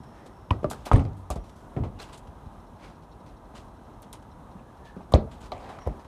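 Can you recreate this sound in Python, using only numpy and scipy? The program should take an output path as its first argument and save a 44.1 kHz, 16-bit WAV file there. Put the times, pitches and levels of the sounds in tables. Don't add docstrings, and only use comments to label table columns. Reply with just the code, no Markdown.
import sys
import numpy as np
from scipy import signal
from scipy.io import wavfile

SR = 44100
rng = np.random.default_rng(int(sys.argv[2]) if len(sys.argv) > 2 else 0)


def pcm_store(signal):
    levels = np.round(np.clip(np.atleast_2d(signal), -1, 1) * 32767)
    wavfile.write(sys.argv[1], SR, levels.astype(np.int16).T)


def level_to_linear(level):
    exponent = np.asarray(level, float) / 20
    return 10 ** exponent


N = 267772

EDGES_HZ = 32 * 2 ** np.arange(0, 9.1, 1 / 3)
CENTRES_HZ = np.sqrt(EDGES_HZ[1:] * EDGES_HZ[:-1])

# start [s], peak level [dB], dent frequency [Hz], ball ring [dB], wall tail [dB].
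SLAPS = [(0.5071, -26, 800, 0, 3), (0.5097, -19, 900, 0, -6.5), (.712, -22, 780, -6, -16),
         (.868, -26, 600, 0, -14), (0.9151, -2.5, 880, -10, -10), (.9195, -15, 503, -9, -7),
         (1.3022, -18.5, 770, 5, -11), (1.310, -23, 690, 3, -8), (1.3605, -24, 600, -8, -6),
         (1.8365, -27, 815, 3.5, 2), (5.5205, -20, 720, 2, -12)]
# start [s], peak level [dB], dent frequency [Hz], ball ring [dB], wall tail [dB].
CUSHIONED = [
    (0.6437, -14.5, 560, 10.5, -12),
    (0.6483, -18.5, 484, -4, -8.5),
    (1.7646, -25.5, 514, 2, 4.5),
    (1.7692, -30.5, 464, 7, -1.5),
    (4.9657, -28.5, 384, -2, -3.5),
    (5.122, -26.5, 690, 1, 0),
    (5.1389, -1.5, 570, -11, -10),
    (5.149, -16, 546, -2, -30),
    (5.1583, -18, 480, 2, -6),
]
# start [s], peak level [dB], dent frequency [Hz], ball ring [dB], wall tail [dB].
LANDINGS = [
    (5.864, -29, 705, 4, 0.5),
    (5.8736, -15, 530, -16, -12),
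    (5.995, -39.5, 470, 12, -22),
]
# start [s], peak level [dB], dent frequency [Hz].
REBOUNDS = [
    (.932, -15.5, 950),
    (.959, -20, 756),
    (0.993, -23, 576),
    (1.052, -33, 497),
]
# start [s], peak level [dB], dent frequency [Hz].
TAPS = [
    (0.261, -34, 427),
    (.631, -26, 480),
    (2.458, -39, 900),
    (3.539, -36, 800),
    (5.0055, -35, 800),
    (5.015, -41, 694),
    (5.276, -40, 593),
    (5.788, -33, 900),
]


def contact_rows():
    rows = [(*row, 3.5) for row in SLAPS]
    rows += [(*row, -0.1) for row in CUSHIONED]
    rows += [(*row, -1.5) for row in LANDINGS]
    rows += [(*row, -5, 1.5, 3.5) for row in REBOUNDS]
    rows += [(*row, 2, -7, 5.5) for row in TAPS]
    return rows


CONTACTS = contact_rows()


def rms_one(x):
    return x / np.sqrt(np.mean(x ** 2) + 1e-20)


def at_hz(points, hz):
    table_hz, value = np.transpose(points)
    return np.interp(np.log(hz), np.log(table_hz), value)


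def band_pass(x, low_hz, high_hz):
    return signal.sosfilt(signal.butter(2, [low_hz, high_hz], "band", fs=SR, output="sos"), x)


def drift(rate_hz):
    r = np.exp(-80 * np.pi * rate_hz / SR)
    white = rng.standard_normal(N // 40 + 2002)
    slow = signal.lfilter([1], [1, -2 * r, r * r], white)[2000:]
    return np.interp(np.arange(N) / 40, np.arange(len(slow)), rms_one(slow))


def bands(grain_db=0.):
    grain = np.minimum(rng.exponential(1, N), 5)
    white = rng.standard_normal((2, N)) * level_to_linear(grain_db * grain)
    white /= white.std()
    return [band_pass(white[k % 2], low_hz, high_hz)
            for k, (low_hz, high_hz) in enumerate(zip(EDGES_HZ, EDGES_HZ[1:]))]


def narrow(hz, width_hz):
    r = np.exp(-np.pi * width_hz / SR)
    section = [1, 0, -1, 1, -2 * r * np.cos(2 * np.pi * hz / SR), r * r]
    return rms_one(signal.sosfilt([section, section], rng.standard_normal(N)))


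def narrow_swells(rows):
    out, t = np.zeros(N), np.arange(N) / SR
    for s, hz, width_hz, db, length_s in rows:
        swell = np.exp(-4 * ((t - s) / length_s) ** 2)
        out += level_to_linear(db) * swell * narrow(hz, width_hz)
    return out


def add(track, s, piece):
    i = round(s * SR)
    track[i:i + len(piece)] += piece[:N - i]


def clicks(seconds, sizes):
    train = np.full(N, 1e-18)
    np.add.at(train, np.round(np.asarray(seconds) * SR).astype(int), sizes)
    return train


def ring(train, hz, t60_s):
    r, w = level_to_linear(-60 / (t60_s * SR)), 2 * np.pi * hz / SR
    return signal.lfilter([0, np.sin(w)], [1, -2 * r * np.cos(w), r * r], train)


def air():
    # time [s], level [dB].
    hum = [(0.0, -47), (0.52, -48), (0.73, -45.5), (0.88, -47.5), (1.11, -49), (1.72, -47.5), (1.96, -48.5),
           (2.3, -47.5), (2.99, -48.5), (3.72, -48), (4.85, -48), (5.07, -48), (5.49, -47), (5.8, -46.5),
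           (5.97, -45), (6.07, -49.5)]
    # frequency [Hz], level [dB per Hz].
    colour = [(15, -34), (40, 4.5), (64, 1.5), (164, -4.5), (227, -4.5), (457, -12), (970, -9), (2120, -35),
              (3930, -34), (4870, -52.5), (5430, -37), (7300, -44), (9550, -40), (12800, -50.5),
              (15500, -48)]
    together_db = 0.6 * drift(4)
    wash = np.zeros(N)
    for hz, noise in zip(CENTRES_HZ, bands()):
        flicker_db = (0.3 + 150 / (hz + 80)) * drift(6)
        wash += level_to_linear(at_hz(colour, hz) + together_db + flicker_db) * noise
    s, db = np.transpose(hum)
    level_db = np.interp(np.arange(N) / SR, s, db) + 0.5
    return level_to_linear(level_db) * rms_one(wash)


def far_whistles():
    # centre [s], frequency [Hz], width [Hz], peak level [dB], length [s].
    whistles = [(0.09, 5430, 370, -75, 0.35), (0.402, 5400, 250, -77, 0.39), (0.616, 5500, 200, -83, 0.091),
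                (1.44, 5640, 300, -77, 0.27), (4.596, 2630, 350, -66, .02), (5.822, 5660, 200, -64, 0.035),
                (5.85, 5580, 150, -69, 0.09), (4.975, 1500, 140, -66, 0.08), (0.21, 1820, 400, -65.5, 0.23),
                (1.628, 1475, 50, -64, 0.11), (4.656, 1690, 97, -68, 0.13), (4.882, 1740, 130, -60.5, 0.13),
                (2.96, 160, 6.2, -54.5, 0.52)]
    return narrow_swells(whistles)


def bird():
    # first chip [s], chips [count], gap [s].
    chatter = [
        (2.465, 4, .07),
        (2.77, 1, 0),
        (2.88, 8, .082),
        (3.685, 4, .085),
        (4.2, 3, .12),
        (4.52, 3, .258),
    ]
    # frequency [Hz], width [Hz], level [dB].
    voice_bands = [(3950, 650, -73), (5450, 600, -76.5)]
    voice = sum(level_to_linear(db) * narrow(hz, width_hz) for hz, width_hz, db in voice_bands)
    out, t = np.zeros(N), np.arange(SR // 20)
    chip_s = 0.019
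    swell = np.exp(-4 * ((t - len(t) / 2) / (chip_s * SR)) ** 2)
    for first_s, count, gap_s in chatter:
        for k in range(count):
            i = round((first_s + k * gap_s) * SR) - len(t) // 2
            strength = level_to_linear(2.6 * rng.standard_normal())
            add(out, i / SR, swell * strength * voice[i + t])
    return out


def net():
    # time [s], level [dB].
    shudder = [
        (5.519, -37.5),
        (5.56, -45.5),
        (5.622, -54),
        (5.645, -44.5),
        (5.848, -54.5),
        (5.873, -42.5),
        (5.904, -58),
        (6.058, -68),
        (6.07, -61),
    ]
    # frequency [Hz], level [dB per Hz].
    colour = [(180, -36), (300, -7), (501, 7.5), (767, 13), (1050, -1), (1180, -34), (1420, -52),
              (1780, -3.5), (9000, -28.5), (11700, -63), (19800, -120)]
    rustle = np.zeros(N)
    for hz, noise in zip(CENTRES_HZ, bands(grain_db=5.5)):
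        rustle += level_to_linear(at_hz(colour, hz) + 2.8 * drift(26)) * noise
    s, db = np.transpose(shudder)
    level_db = np.interp(np.arange(N) / SR, s, db, left=-120)
    return level_to_linear(level_db) * rms_one(rustle)


def frame():
    # start [s], level [dB].
    touches = [
        (.932, -41),
        (.9345, -47),
        (0.962, -44),
        (.979, -53),
        (.996, -57),
        (1.003, -63),
    ]
    # frequency [Hz], level [dB], t60 [s].
    modes = [(6330, -15, .04), (7160, -21, 0.03), (8350, 0, .02), (8750, -5, .015), (9220, -9, 0.047),
             (9300, -8, 0.057), (11500, -11, 0.02)]
    s, db = np.transpose(touches)
    out = np.zeros(N)
    for hz, mode_db, t60_s in modes:
        spread_db = 3 * rng.standard_normal(len(s))
        sign = np.sign(rng.standard_normal(len(s)))
        out += ring(clicks(s, level_to_linear(db + mode_db + spread_db) * sign), hz, t60_s)
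    return out


def grit():
    # centre [s], frequency [Hz], width [Hz], peak level [dB], length [s].
    songs = [
        (2.003, 4150, 420, -49, .012),
        (2.028, 3350, 300, -51, .02),
        (2.02, 2770, 300, -58, 0.074),
        (2.15, 2850, 250, -55.5, 0.019),
        (2.85, 2200, 900, -60.5, 0.085),
    ]
    return narrow_swells(songs)


def scuffs():
    # start [s], peak level [dB], fall [s], brightness [dB per octave].
    drags = [(.03, -56, 0.015, -0.5), (.1, -58, 0.14, -3), (.258, -55, 0.013, 3.5),
             (.706, -38.5, 0.028, -6), (0.851, -41.5, 0.019, 4), (.860, -38.5, 0.021, -8),
             (1.983, -43, 0.045, 0), (2.06, -55, 0.076, -2), (2.123, -48.5, 0.027, 2.5),
             (2.173, -56.5, 0.012, 9), (2.268, -59, 0.012, 2.5), (2.775, -55.5, 0.078, -2.5),
             (2.815, -51.5, 0.064, -2.5), (3.543, -46, 0.037, 0), (4.839, -52.5, 0.045, 0)]
    # start [s], peak level [dB], fall [s], brightness [dB per octave].
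    sole_scuffs = [(0.698, -41, 0.024, 9), (.735, -59, 0.29, 0.5), (1.165, -67, 0.044, 8),
                   (1.301, -39.5, 0.021, 4), (1.355, -53, 0.017, 3), (1.43, -61, 0.088, 2),
                   (1.494, -53.5, 0.0065, 1.5), (1.55, -65.5, 0.087, 6), (2.014, -57, 0.023, 5),
                   (3.02, -61, 0.029, -0.5), (3.258, -56, 0.047, -0.5), (4.021, -57.5, 0.008, 17),
                   (4.024, -53, 0.02, 0.5), (4.128, -41.5, 0.0045, 9.5), (4.132, -46, 0.025, 1),
                   (4.224, -56.5, 0.0077, 1.5), (4.96, -58, 0.017, -1), (5.308, -50, 0.041, 0.5)]
    # start [s], peak level [dB], fall [s], brightness [dB per octave].
    strides = [
        (5.1195, -42.5, 0.0045, 9),
        (5.40, -52, 0.024, 1.5),
        (5.423, -53, 0.039, 0),
        (5.456, -53, 0.0073, 1),
    ]
    # start [s], peak level [dB], fall [s].
    cords = [
        (5.595, -50, 0.082),
        (5.687, -45.5, 0.051),
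        (5.745, -55, 0.007),
        (5.785, -47, 0.0054),
        (5.816, -51, 0.0078),
        (5.99, -51, 0.027),
        (6.043, -53.5, 0.021),
    ]
    # frequency [Hz], level [dB per Hz].
    friction = [(180, -46), (300, -1.5), (794, -2.5), (1240, -4), (1870, -14.5), (3400, -12.5),
                (4960, -17.5), (6050, -19.5), (9600, -24), (15500, -47)]
    rubs = []
    for rows, rise_share in [(drags, 0.47), (sole_scuffs, 0.17), (strides, 0.58)]:
        rubs += [(s, db, rise_share * fall_s, fall_s, tilt_db) for s, db, fall_s, tilt_db in rows]
    rubs += [(s, db, 0.0052, fall_s, -3.5) for s, db, fall_s in cords]

    layers, t = np.array(bands(grain_db=4)), np.arange(SR // 3) / SR
    octaves = np.log2(np.maximum(CENTRES_HZ, 1500) / 4000)
    out = np.zeros(N)
    for s, db, rise_s, fall_s, tilt_db in rubs:
        rising = np.sin(np.pi / 2 * t / rise_s) ** 2
        falling = np.exp(-(np.maximum(t - rise_s, 0) / fall_s) ** 1.3)
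        swell = np.where(t < rise_s, rising, falling)
        chance_db = 1.8 * rng.standard_normal(len(CENTRES_HZ))
        i = round(s * SR)
        sound = level_to_linear(at_hz(friction, CENTRES_HZ) + chance_db + tilt_db * octaves) @ layers[:, i:i + len(t)]
        add(out, s, level_to_linear(db) * rms_one(sound) * swell[:len(sound)])
    return out


def cracks():
    # start [s], peak level [dB], frequency [Hz], fade [s].
    skin = [(0.5067, -34, 2900, 0.003), (.525, -36.5, 1170, 0.011), (.644, -31.5, 1180, 0.0085),
            (0.9156, -21, 1130, 0.0061), (.932, -40, 8600, 0.003), (1.765, -41, 2100, 0.0059),
            (1.835, -46, 2840, 0.012), (5.138, -27, 4400, 0.003), (5.143, -40, 3870, 0.028),
            (5.144, -33.5, 2130, 0.018), (5.1226, -33, 1200, .008), (5.14, -33.5, 6900, 0.0087),
            (5.519, -35, 3720, 0.0068), (0.505, -42, 960, .006)]
    # start [s], peak level [dB], frequency [Hz].
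    ticks = [(0.51, -39, 6760), (.515, -53, 6000), (.630, -55, 3500), (0.644, -47, 4000),
             (.9145, -50, 2800), (.959, -35, 3000), (.962, -52, 8500), (0.995, -37, 2500),
             (.996, -57, 8000), (1.041, -54, 7000), (.939, -45, 3000), (.950, -45, 3500), (.972, -46, 3000),
             (1.003, -50, 5000), (1.015, -52, 5500), (1.020, -55, 5000), (1.030, -51, 4000),
             (1.059, -56, 4500), (1.990, -43, 2900), (2.001, -47, 4200), (2.030, -36, 3400),
             (2.138, -47, 2900), (2.1765, -54, 4370), (1.052, -43, 2480), (1.09, -57, 5000),
             (1.133, -54, 4060), (1.303, -27.5, 9300), (1.359, -43.5, 7000), (4.020, -44, 11000),
             (4.129, -52, 4500), (5.786, -41, 1500), (5.8735, -57, 3000), (5.873, -44, 11000)]
    snaps = [(s, db, hz, 0.34 * hz, fade_s) for s, db, hz, fade_s in skin]
    snaps += [(s, db, hz, 0.56 * hz, 0.00087) for s, db, hz in ticks]
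    out, t = np.zeros(N), np.arange(SR // 8) / SR
    for s, db, hz, width_hz, fade_s in snaps:
        low_hz, high_hz = np.clip([hz - width_hz / 2, hz + width_hz / 2], 200, 18000)
        burst = band_pass(rng.standard_normal(len(t)) * np.exp(-t / fade_s), low_hz, high_hz)
        add(out, s, level_to_linear(db) * burst / np.abs(burst).max())
    return out


def rings():
    # start [s], peak level [dB], frequency [Hz], t60 [s].
    modes = [(0.5066, -17, 2900, 0.007), (0.5088, -20.5, 2440, .009), (0.5073, -14.5, 1000, 0.03),
             (.512, -43.5, 1920, .09), (.516, -29, 560, .08), (.644, -29, 378, 0.12),
             (0.9164, -20, 1222, 0.043), (.9165, -15, 315, 0.035), (.958, -21.5, 273, 0.29),
             (0.959, -21.5, 148.6, 0.41), (.962, -29, 438, 0.19), (.975, -36, 610, 0.12),
             (1.766, -26.5, 261, .1), (1.768, -34, 426, .1), (1.775, -37, 600, .12), (1.823, -25, 188, .08),
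             (1.362, -32, 680, 0.09), (1.311, -31, 740, .07), (5.522, -28, 720, .1), (5.70, -37, 760, .06),
             (5.884, -27.5, 149, .12), (5.8746, -27, 1000, .014), (5.7873, -34, 1000, .03),
             (5.0055, -37, 900, .025), (5.175, -26.5, 209, .25), (5.208, -33, 622, .12),
             (5.232, -34.5, 446, .12), (5.5195, -39, 2300, .02), (0.507, -27, 311, 0.07),
             (.9315, -30, 2310, .015), (.9495, -35, 2000, .015), (0.9583, -29, 1780, .02),
             (0.9937, -36, 2600, .015), (5.876, -29, 302, .08), (5.1378, -9.5, 3800, .0055),
             (5.1387, -19, 3300, .007), (5.139, -17, 1120, .018), (5.150, -28, 410, 0.12),
             (5.1495, -19, 600, .05), (5.158, -17, 640, 0.04), (5.171, -23, 630, .05),
             (5.18, -27, 400, .06), (5.197, -27, 190, .06), (5.21, -26, 170, .05), (5.168, -39, 795, .1),
             (5.198, -35, 592, 0.17), (5.274, -38.5, 653, .06)]
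    out, t = np.zeros(N), np.arange(SR // 3) / SR
    for s, db, hz, t60_s in modes:
        swell = 1 - np.exp(-t * hz / 0.8)
        add(out, s, level_to_linear(db - 60 * t / t60_s) * swell * np.sin(2 * np.pi * hz * t))
    return out


def fence_boom():
    centre_s, db, hz, length_s = 0.9463, -6, 106, 0.011
    since_s = np.arange(N) / SR - centre_s
    return level_to_linear(db) * np.exp(-(since_s / length_s) ** 2) * np.cos(2 * np.pi * hz * since_s)


def tails():
    # frequency [Hz], level [dB per Hz].
    echo = [(140, -9.5), (230, -3.5), (289, -7.5), (402, -11), (514, -13), (656, -12), (931, -22.5),
            (1210, -22.5), (1490, -60), (1870, -34), (4110, -52), (4990, -55), (9520, -65.5), (15000, -83)]
    # frequency [Hz], t60 [s].
    echo_t60 = [(60, 0.72), (200, 0.29), (700, 0.28), (2000, 0.17), (5000, 0.2), (12000, 0.033)]
    s, db, _, _, tail_db, tilt_db = np.transpose(CONTACTS)
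    out = np.zeros(N)
    for hz, noise in zip(CENTRES_HZ, bands(grain_db=3)):
        bright_db = tilt_db * np.log2(max(hz, 500) / 600)
        power = clicks(s, level_to_linear(2 * (db + tail_db + 15 + at_hz(echo, hz) + bright_db)))
        decay = level_to_linear(-120 / (at_hz(echo_t60, hz) * SR))
        build = np.exp(-1 / (SR * (0.0012 + 0.15 / hz)))
        decaying = signal.lfilter([1], [1, -decay], power)
        out += noise * np.sqrt(signal.lfilter([1 - build], [1, -build], decaying))
    return out


def slaps():
    # frequency [Hz], level [dB], t60 [s].
    ball = [(224, -1.5, 0.055), (314, -15, 0.076), (510, -40, 0.017), (558, -39, 0.015),
            (596, -16.5, 0.066), (1000, -8, 0.018), (1170, -15, 0.082), (1870, -86, 0.025),
            (3000, -41, 0.15)]
    out, t = np.zeros(N), np.arange(SR // 40) / SR
    for s, db, dent_hz, *_ in CONTACTS:
        cycles = t * dent_hz
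        add(out, s, -level_to_linear(db + 12) * np.sin(2 * np.pi * cycles) * cycles * np.exp(-cycles / 0.5))
    s, db, dent_hz, ring_db = np.transpose(CONTACTS)[:4]
    for hz, mode_db, t60_s in ball:
        mismatch_db = -14 * np.abs(np.log2(hz / dent_hz))
        spread_db = 5.6 * rng.standard_normal(len(s))
        sign = np.sign(rng.standard_normal(len(s)))
        strength = level_to_linear(db + ring_db + mode_db + mismatch_db - 0.5 + spread_db) * sign
        out += ring(clicks(s + 0.00062, strength), hz, t60_s)
    return out


def pushes():
    # start [s], peak level [dB], frequency [Hz], length [s].
    soft = [(.001, -33.5, 155, 0.0024), (0.412, -47, 92, 0.014), (0.506, -12.5, 95.3, 0.012),
            (.629, -26, 170, .003), (0.659, -27, 69, 0.0088), (0.9646, -21, 100, 0.03),
            (1.1, -37, 108, 0.12), (1.17, -40, 70, .05), (1.7675, -20.5, 135, 0.0077),
            (1.798, -28, 95, 0.0042), (1.801, -18.5, 95.5, 0.0062), (1.816, -24, 105, 0.02),
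            (2.28, -35, 93.5, 0.0087), (2.46, -31, 80, 0.0083), (4.549, -37.5, 215, 0.013),
            (4.965, -33.5, 208, 0.0081), (5.192, -40, 95, 0.025)]
    # start [s], peak level [dB], first [Hz], last [Hz], length [s].
    boots = [(.643, -26, 173, 90, .015), (1.300, -24, 76, 55.7, 0.018), (1.3715, -27.5, 78, 25, 0.02),
             (.9135, -17, 100, 70, .011), (.9257, -6, 47, 34, .0126), (.9873, -17, 70, 77, .0147),
             (1.0333, -26, 140, 70, .035), (1.3599, -24, 200, 30, .0055), (5.8623, -22, 97, 36, .0227),
             (5.1373, -5, 108, 40, .0144), (5.1615, -17, 75, 70, .007)]
    # rise in cycles, rumble in dB against the push
    rows = [(s, db, hz, 0.805 * hz, length_s, 0.29, -19) for s, db, hz, length_s in soft]
    rows += [(*row, 0.22, -31) for row in boots]
    lag_s, rumble_fade_s = 0.002, 0.079
    out, t = np.zeros(N), np.arange(SR // 3) / SR
    rumble = rms_one(band_pass(rng.standard_normal(N), 55, 150))
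    for s, db, first_hz, last_hz, length_s, rise_cycles, rumble_db in rows:
        hz = last_hz + (first_hz - last_hz) * np.exp(-t / length_s)
        swell = (1 - np.exp(-t * first_hz / rise_cycles)) * np.exp(-0.5 * (t / length_s) ** 2)
        phase = 2 * np.pi * np.cumsum(hz) / SR
        swing = swell / swell.max() * (np.sin(phase) - 0.14 * np.sin(3 * phase))
        at = np.minimum(round(s * SR) + np.arange(len(t)), N - 1)
        after = (1 - np.exp(-(t / length_s) ** 2)) * np.exp(-t / rumble_fade_s) * rumble[at]
        add(out, s + lag_s, level_to_linear(db) * (swing + level_to_linear(rumble_db) * after))
    return out


def scene():
    background = air() + far_whistles() + bird()
    rubbing = net() + frame() + grit() + scuffs()
    contacts = cracks() + rings() + fence_boom() + tails() + slaps() + pushes()
    return (background + rubbing + contacts)[None]


def roll_off(x):
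    return signal.sosfilt(signal.butter(12, 15960, fs=SR, output="sos"), x)


def record(dry):
    thin = signal.sosfilt(signal.butter(4, 35, "high", fs=SR, output="sos"), dry)
    rounded = 1.6 * np.tanh(thin / 1.6)
    cut = signal.sosfilt(signal.cheby2(12, 70, 16200, fs=SR, output="sos"), rounded)
    return roll_off(cut)


dry = scene()
out = record(dry)
pcm_store(out)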